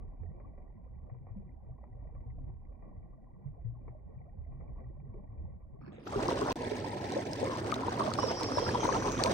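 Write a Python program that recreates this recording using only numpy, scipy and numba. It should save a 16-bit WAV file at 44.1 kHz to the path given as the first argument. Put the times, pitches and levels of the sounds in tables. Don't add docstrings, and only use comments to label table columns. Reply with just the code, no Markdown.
import sys
import numpy as np
from scipy import signal
from scipy.fft import rfft, irfft, next_fast_len
from scipy.io import wavfile
from scipy.ndimage import uniform_filter1d, map_coordinates
from numba import njit

SR = 44100
rng = np.random.default_rng(int(sys.argv[2]) if len(sys.argv) > 2 else 0)


def transcribe(signal):
    frames = np.atleast_2d(signal).T
    limited = np.clip(frames, -1, 1)
    pcm = np.round(limited * 32767).astype(np.int16)
    wavfile.write(sys.argv[1], SR, pcm)


N = 411835

SLOW = 1 / 8
# [from t/s, share of life speed]
PLAYING_SPEED = [(0, SLOW), (5.812, .28), (5.92, .42), (5.995, .58), (6.045, .72), (6.07, .85), (6.095, 1)]
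LIFE_N = next_fast_len(int(4.3 * SR))
LEAD_S = 0.05

# [t/s, level/dB before surges]
GURGLE_LEVEL = [(0, -48), (4.2, -49.5), (5.2, -47.5), (5.7, -52), (6.056, -53.5), (6.066, -44),
                (6.2, -35.5), (6.5, -36), (6.6, -39.5), (7.1, -39), (7.7, -37.5), (8.5, -37), (9.34, -33)]
# [f/Hz, level/dB per Hz]
GURGLE_COLOUR = [(50, -39.5), (170, -10.5), (270, -2.5), (520, -6), (730, -8), (1000, -8), (1300, -13),
                 (2000, -31.5), (4000, -74.5)]
# [f/Hz, level/dB per Hz]
SIZZLE_COLOUR = [(700, -28), (1500, 4.5), (2500, -3.5), (5000, -4.5), (7000, -11.5), (9000, -15),
                 (10200, -24.5), (12000, -47.5), (15500, -25.5), (19300, -32), (20300, -68.5)]
SIZZLE_DB, ROAR_DB = -25, -7
ROAR_SLOW_DB = -6.5
GURGLE_SURGE_DB, SIZZLE_SURGE_DB = 1.1, 1.6
CRACK_SHARE = 0.71
RUMBLE_HZ, RUMBLE_WIDTH_HZ = 107.3, 29
# [t/s, level/dB]
SHUDDER_LEVEL = [(6.04, -68.5), (6.15, -48.5), (7.52, -75), (9.3, -46.5)]
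# [f/Hz, level/dB before wavering]
HUM = [(754, -77), (958, -79)]
HUM_FADES_S = (2.5, 3.5)

# [t/s, ringing level/dB, rasp level/dB, rasp centre f/Hz]
DRAG_STROKE = [(8.14, -66, -72, 5400), (8.19, -45, -56, 5330), (8.5, -45, -52.5, 5150),
               (8.74, -49.5, -53, 5000), (8.82, -61, -52.5, 6270), (9.2, -74, -52, 6440),
               (9.34, -73.5, -56, 6120)]
# [f/Hz, width f/Hz, level/dB before flicker]
METAL_MODES = [(4880, 60, -1), (5210, 40, 1), (5340, 40, 1), (5510, 45, 1), (5640, 40, 0)]
# [t/s, f/Hz, level/dB before flicker]
SQUEAL_PATH = [(8.27, 2980, -51.5), (8.38, 3250, -64), (8.7, 3220, -61.5), (8.77, 3230, -55.5),
               (8.9, 3000, -65.5)]
# [t/s, slips per second]
SLIP_RATE = [(8.15, 321), (8.24, 332), (8.28, 326), (8.4, 313.5), (8.56, 297), (8.72, 284), (8.8, 268),
             (8.9, 250)]
SLIP_WAVER, SLIP_GRIT, SLIP_LIMP = 0.002, 0.8, 0.22
RASP_WIDTH_HZ, RASP_PARTNER_RATIO, RASP_PARTNER_DB = 1200, 0.378, -9

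# [t/s, level/dB before mixing, f/Hz]
PLOP_EVENTS = [(0.193, -35, 82), (1.298, -36, 103.3), (1.359, -37.5, 193), (2.26, -41.5, 123),
               (2.44, -42, 78), (3.455, -34.5, 130.8), (3.639, -30, 112), (4.37, -37.5, 71),
               (5.033, -39, 128.6), (5.372, -35.5, 68.6), (6.072, -33, 1290), (6.158, -23.5, 391),
               (6.286, -20, 990), (6.312, -24, 912), (6.415, -24.5, 410), (6.417, -26.5, 1050),
               (6.715, -23.5, 405), (6.844, -26.5, 880), (7.166, -22.5, 546), (7.428, -21, 504),
               (7.496, -27.5, 507), (7.723, -21, 1210), (7.834, -27.5, 960), (7.882, -21.5, 934),
               (7.978, -30.5, 935), (8.006, -20.5, 1020), (8.018, -24.5, 1090), (8.055, -29, 595),
               (8.078, -23, 603), (8.116, -27, 1230), (8.187, -19, 1096), (8.231, -21, 960),
               (8.239, -21, 498), (8.41, -27.5, 960), (8.571, -21, 568), (8.583, -20, 950),
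               (8.622, -24.5, 493), (8.666, -27, 1320), (8.69, -25.5, 1624), (8.746, -23.5, 950),
               (8.753, -23, 912), (8.831, -23, 853), (8.853, -20.5, 948), (8.878, -24, 508),
               (8.89, -19.5, 1030), (8.925, -26, 1600), (8.961, -26, 1006), (9.247, -24, 506),
               (9.295, -22, 520)]
# [t/s, level/dB before mixing, f/Hz]
SPIT_EVENTS = [(0.232, -53.5, 497), (0.4, -49.5, 570), (1.098, -51.5, 730), (1.269, -52.5, 514),
               (1.84, -53, 720), (2.15, -52.5, 550), (3.88, -46.5, 440), (4.61, -52, 553),
               (6.2824, -32.5, 4940), (6.4131, -36, 5550), (6.5196, -34.5, 2540), (7.1215, -36, 3870),
               (7.333, -32.5, 5000), (7.5725, -39.5, 4160), (7.7186, -33.5, 2170), (7.7417, -30.5, 3630),
               (8.1374, -29, 4260), (8.4333, -28, 4460), (8.868, -42, 4100), (9.1195, -33, 5600),
               (9.2376, -18, 4350), (9.2599, -28.5, 2290)]

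# [f/Hz, left minus right level/dB, likeness 0-1, right leads phase/rad]
PORT_PAIR = [(99, 4.5, 0.84, 0.34), (503, -4.5, 0.98, 0.32), (654, -6.5, 0.88, -1.47),
             (900, 5.5, .7, -1.36), (1480, -2, 0.8, -2), (2700, -1.5, 0, 0.1), (5400, -0.5, 0.1, -1.8),
             (9300, 0, 1, 0.64)]
PORT_LAG_S, PORT_LAG_FROM_HZ = 0.000279, 8770
DROPOUT_S, DROPOUT_DB = (6.5268, 6.5572), -37.5
HOLLOW_S = (6.55, 6.6, 7.43, 7.48, 7.58)
HOLLOW_HZ, HOLLOW_END_HZ, HOLLOW_Q, HOLLOW_DEPTH = 1169, 809, 5.25, 0.99
# [f/Hz, width f/Hz, share added]
HOLLOW_TILT = [(1452, 280, -0.65), (1770, 260, 0.4), (2260, 280, 0.44)]
LOW_HZ, TOP_HZ = 23.2, 15900


def undb(db):
    return 10 ** (np.asarray(db) / 20)


def unit(x):
    return x / np.sqrt(np.mean(np.square(x)))


def along(table, at):
    first, *rest = np.transpose(table)
    return [np.interp(at, first, c) for c in rest]


def over_hz(table):
    hz = np.fft.rfftfreq(LIFE_N, 1 / SR) + 1
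    table = np.array(table, float)
    return hz, [np.interp(np.log(hz), np.log(table[:, 0]), c) for c in table[:, 1:].T]


def tint(x, table, share=1):
    _, (db,) = over_hz(table)
    return irfft(rfft(x) * undb(share * db), LIFE_N)


def colour(x, table, lo_hz, hi_hz, share=1):
    hz, (db,) = over_hz(table)
    spec = rfft(x) * undb(share * db)
    in_band = (hz > lo_hz) & (hz < hi_hz)
    return irfft(spec, LIFE_N) / np.std(irfft(spec * in_band, LIFE_N))


def walk(rate):
    k = int(SR / rate)
    held = np.repeat(rng.standard_normal(LIFE_N // k + 1), k)
    return 1.686 * uniform_filter1d(uniform_filter1d(held, k), k)[:LIFE_N]


@njit
def band(x, hz, width):
    y, b, l = np.empty(len(x)), 0., 0.
    for i in range(len(x)):
        g, k = np.tan(np.pi * hz[i] / SR), width[i] / hz[i]
        v = (b + g * (x[i] - l)) / (1 + g * (g + k))
        b, l, y[i] = 2 * v - b, l + 2 * g * v, k * v
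    return y


@njit
def ring(n, start, hz, size, cycles, glide, turn, shift):
    out = np.zeros((2, n))
    for e in range(len(start)):
        span = cycles[e] * SR / hz[e]
        w = 2 * np.pi * hz[e] / SR
        z, other = size[e] + 0j, np.exp(1j * turn[e])
        p, rise = np.exp(1j * w - 1 / span), np.exp(1j * w * glide / span)
        for i in range(int(4 * span)):
            a, b = start[e] + i, start[e] + i + shift[e]
            if max(a, b) >= n or b < 0:
                break
            opening = min(i / (span / 4), 1.)
            out[0, a] += opening * z.imag
            out[1, b] += opening * (z * other).imag
            z *= p
            p *= rise
    return out


def grains(life_s, hz, size, cycles, glide, vary=1):
    turn, place, length = rng.random((len(hz), 3)).T
    shift = (20 * place - 10).astype(int)
    cycles = cycles * (0.59 + 1.72 * vary * length ** 2)
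    return ring(LIFE_N, (life_s * SR).astype(int), hz, size, cycles, glide, 2 * np.pi * turn, shift)


def swarm(count, lo_hz, hi_hz, cycles, spread_db, glide, limit):
    when, pitch, luck = rng.random((count, 3)).T
    hz = lo_hz * (hi_hz / lo_hz) ** pitch
    louder_db = spread_db * np.minimum(-np.log(1 - luck), limit)
    return unit(grains(when * LIFE_N / SR, hz, hz * undb(louder_db), cycles, glide))


def churn(flicker_db, rate):
    return rng.standard_normal((2, LIFE_N)) * undb(flicker_db * walk(rate))


def cracks(life_s, size, t60):
    blows = np.zeros(LIFE_N)
    np.add.at(blows, (life_s * SR).astype(int), size)
    fall = np.exp(-np.log(1000) / (t60 * SR * np.array([1, 6])))
    snap = signal.lfilter([1], [1, -fall[0]], blows)
    spray = signal.lfilter([1], [1, -fall[1]], blows)
    return (snap + 0.37 * spray) * rng.standard_normal((2, LIFE_N))


def at_life_speed(table, clock, speed):
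    s, db, hz = np.transpose(table)
    i = np.minimum(s * SR, N - 1).astype(int)
    return clock[i], hz / speed[i], undb(db)


def slow_tones(heard_s):
    kitchen_s = np.arange(LIFE_N) / SR
    tones = sum(undb(db + walk(12)) * np.sin(2 * np.pi * hz / SLOW * kitchen_s) for hz, db in HUM)
    return tones * np.interp(heard_s, HUM_FADES_S, [1, 0])


def deep_shudder(heard_s):
    ones = np.ones(LIFE_N)
    level_db, = along(SHUDDER_LEVEL, heard_s)
    return undb(level_db) * unit(band(churn(0.68, 27)[0], 40 * ones, 25 * ones))


def burner_roar(heard_s, gurgle_db):
    ones = np.ones(LIFE_N)
    roar = unit(band(churn(0.94, 9.2)[0], RUMBLE_HZ * ones, RUMBLE_WIDTH_HZ * ones))
    slowed = heard_s < PLAYING_SPEED[-1][0]
    return undb(gurgle_db + ROAR_DB + ROAR_SLOW_DB * slowed) * roar


def sizzle_surface():
    fizz = swarm(count=9000, lo_hz=1188, hi_hz=20320, cycles=4.34, spread_db=3.5, glide=0.03, limit=4.03)
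    fizz = fizz + 0.64 * churn(2.7, 130)
    when, luck = rng.random((700, 2)).T
    size = undb(6.0 * np.minimum(-np.log(1 - luck), 3.5))
    spatter = unit(cracks(when * LIFE_N / SR, size, t60=0.011))
    coloured_spatter = colour(spatter, SIZZLE_COLOUR, 6700, 9500, share=CRACK_SHARE)
    return colour(fizz, SIZZLE_COLOUR, 6665, 9500) + 0.5 * coloured_spatter


def rolling_gurgle():
    bubbles = swarm(count=2000, lo_hz=152.2, hi_hz=2489, cycles=4.04, spread_db=1.5, glide=0.052, limit=2)
    return colour(bubbles + 1.74 * churn(0.97, 30), GURGLE_COLOUR, 260, 970)


def boil(heard_s):
    gurgle_db, = along(GURGLE_LEVEL, heard_s)
    surge = walk(60)
    background = slow_tones(heard_s) + deep_shudder(heard_s) + burner_roar(heard_s, gurgle_db)
    sizzle = undb(gurgle_db + SIZZLE_DB + SIZZLE_SURGE_DB * surge) * sizzle_surface()
    gurgle = undb(gurgle_db + GURGLE_SURGE_DB * surge) * rolling_gurgle()
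    return background + sizzle + gurgle


def metal_ringing(stroke, heard_s):
    hz = np.fft.rfftfreq(LIFE_N, 1 / SR)
    spec = rfft(stroke)
    turns = np.exp(2j * np.pi * rng.random((len(METAL_MODES), 2, 1)))
    modes = 0
    for turn, (f, width, db) in zip(turns, METAL_MODES):
        mode = irfft(spec * turn / (1 + 2j * (hz - f) / width), LIFE_N)
        modes = modes + undb(db + 3.3 * walk(45)) * mode
    during = (heard_s > SLIP_RATE[0][0]) & (heard_s < SLIP_RATE[-1][0])
    return modes / np.std(modes[:, during])


def metal_squeal(stroke, heard_s):
    hz, db = along(SQUEAL_PATH, heard_s)
    squeal = unit([band(row, hz, hz / 25) for row in stroke])
    squeal = squeal * np.interp(heard_s - SLIP_RATE[-1][0], [0, 0.08], [1, 0])
    return undb(db + 3.7 * walk(29.95)) * squeal


def metal_rasp(source, centre_hz):
    rasp = 0
    for scale, db in (1, 0), (RASP_PARTNER_RATIO, RASP_PARTNER_DB):
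        centre, width = scale * centre_hz, np.full(LIFE_N, scale * RASP_WIDTH_HZ)
        rasp = rasp + undb(db) * unit([band(band(row, centre, width), centre, width) for row in source])
    return rasp


def drag(heard_s):
    ring_db, rasp_db, rasp_hz = along(DRAG_STROKE, heard_s)
    scrape = churn(2.4, 120)
    rate = along(SLIP_RATE, heard_s)[0] * (1 + SLIP_WAVER * walk(60))
    phase = 2 * np.pi * np.cumsum(rate) / SR
    pulses = sum(np.cos(k * phase) for k in range(7, 25))
    slips = unit(pulses * (1 + 2 * SLIP_LIMP * np.cos(phase / 2)))
    stroke = slips * undb(2.0 * walk(24.91)) + SLIP_GRIT * scrape
    ringing = undb(ring_db) * metal_ringing(stroke, heard_s)
    squeal = metal_squeal(stroke, heard_s)
    late_slips = slips * (heard_s > SLIP_RATE[-2][0])
    rasp = undb(rasp_db) * metal_rasp(scrape + late_slips, rasp_hz)
    return (heard_s > DRAG_STROKE[0][0]) * (ringing + squeal + rasp)


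def near_spits(clock, speed):
    when, hz, size = at_life_speed(SPIT_EVENTS, clock, speed)
    coloured = tint(cracks(when, size, t60=0.0033), SIZZLE_COLOUR, CRACK_SHARE)
    centre = np.interp(np.arange(LIFE_N) / SR, when, hz)
    crack = coloured - [band(row, centre / 3, centre * 0.7) for row in coloured]
    pings = grains(when, hz, size, cycles=2.5, glide=0.02)
    return undb(4.0) * pings + undb(5.5) * crack


def near_plops(clock, speed):
    when, hz, size = at_life_speed(PLOP_EVENTS, clock, speed)
    slosh = tint(cracks(when, size, t60=0.022), GURGLE_COLOUR)
    return grains(when, hz, size, cycles=6.5, glide=0.03, vary=0.3) + undb(4.0) * slosh


def bursts(clock, speed):
    straight, around = near_spits(clock, speed) + near_plops(clock, speed)
    return straight + 0.74 * around * np.array([[1], [-1]])


def ports(paths):
    hz, (db, like, lead) = over_hz(PORT_PAIR)
    like = np.clip(like, 0, 1)
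    lead = lead + (hz > 4000) * 2 * np.pi * PORT_LAG_S * (hz - PORT_LAG_FROM_HZ)
    a, b = rfft(paths)
    left = a * undb(db / 2)
    right = (like * a * np.exp(1j * lead) + np.sqrt(1 - like ** 2) * b) * undb(-db / 2)
    return irfft([left, right], LIFE_N)


def hollow(x, s):
    span = slice(int(HOLLOW_S[0] * SR), int(HOLLOW_S[-1] * SR))
    hz = np.interp(s[span], HOLLOW_S[2:4], [HOLLOW_HZ, HOLLOW_END_HZ])
    depth = HOLLOW_DEPTH * np.interp(s[span], HOLLOW_S, [0, 1, 1, 1, 0])
    part = x[span]
    for tilt_hz, tilt_width, share in HOLLOW_TILT:
        part = part + share * depth * band(part, tilt_hz + 0 * hz, tilt_width + 0 * hz)
    for _ in range(2):
        part = part - depth * band(part, hz, hz / HOLLOW_Q)
    return np.concatenate([x[:span.start], part, x[span.stop:]])


def scene():
    s = np.arange(N) / SR
    starts, speeds = np.transpose(PLAYING_SPEED)
    speed = speeds[np.searchsorted(starts, s, side="right") - 1]
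    clock = LEAD_S + np.cumsum(speed) / SR
    kitchen_s = np.arange(LIFE_N) / SR
    heard_s = np.interp(kitchen_s, clock, s)
    life = ports(boil(heard_s) + drag(heard_s)) + bursts(clock, speed)
    life *= np.interp(kitchen_s, [0, LEAD_S, clock[-1], LIFE_N / SR], [0, 1, 1, 0])
    fine = signal.resample(life, 4 * LIFE_N, axis=1)
    played = [map_coordinates(row, [4 * SR * clock], order=1) for row in fine]
    played = np.array([hollow(row, s) for row in played])
    dropped = (s > DROPOUT_S[0]) & (s < DROPOUT_S[1])
    return played * np.where(dropped, undb(DROPOUT_DB), 1)


def record(dry):
    low_cut = signal.sosfilt(signal.butter(4, LOW_HZ, "high", fs=SR, output="sos"), dry)
    hiss = undb(-100) * rng.standard_normal(dry.shape)
    top_cut = signal.ellip(10, 0.2, 70, TOP_HZ, fs=SR, output="sos")
    return signal.sosfilt(top_cut, low_cut + hiss)


dry = scene()
out = record(dry)
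transcribe(out)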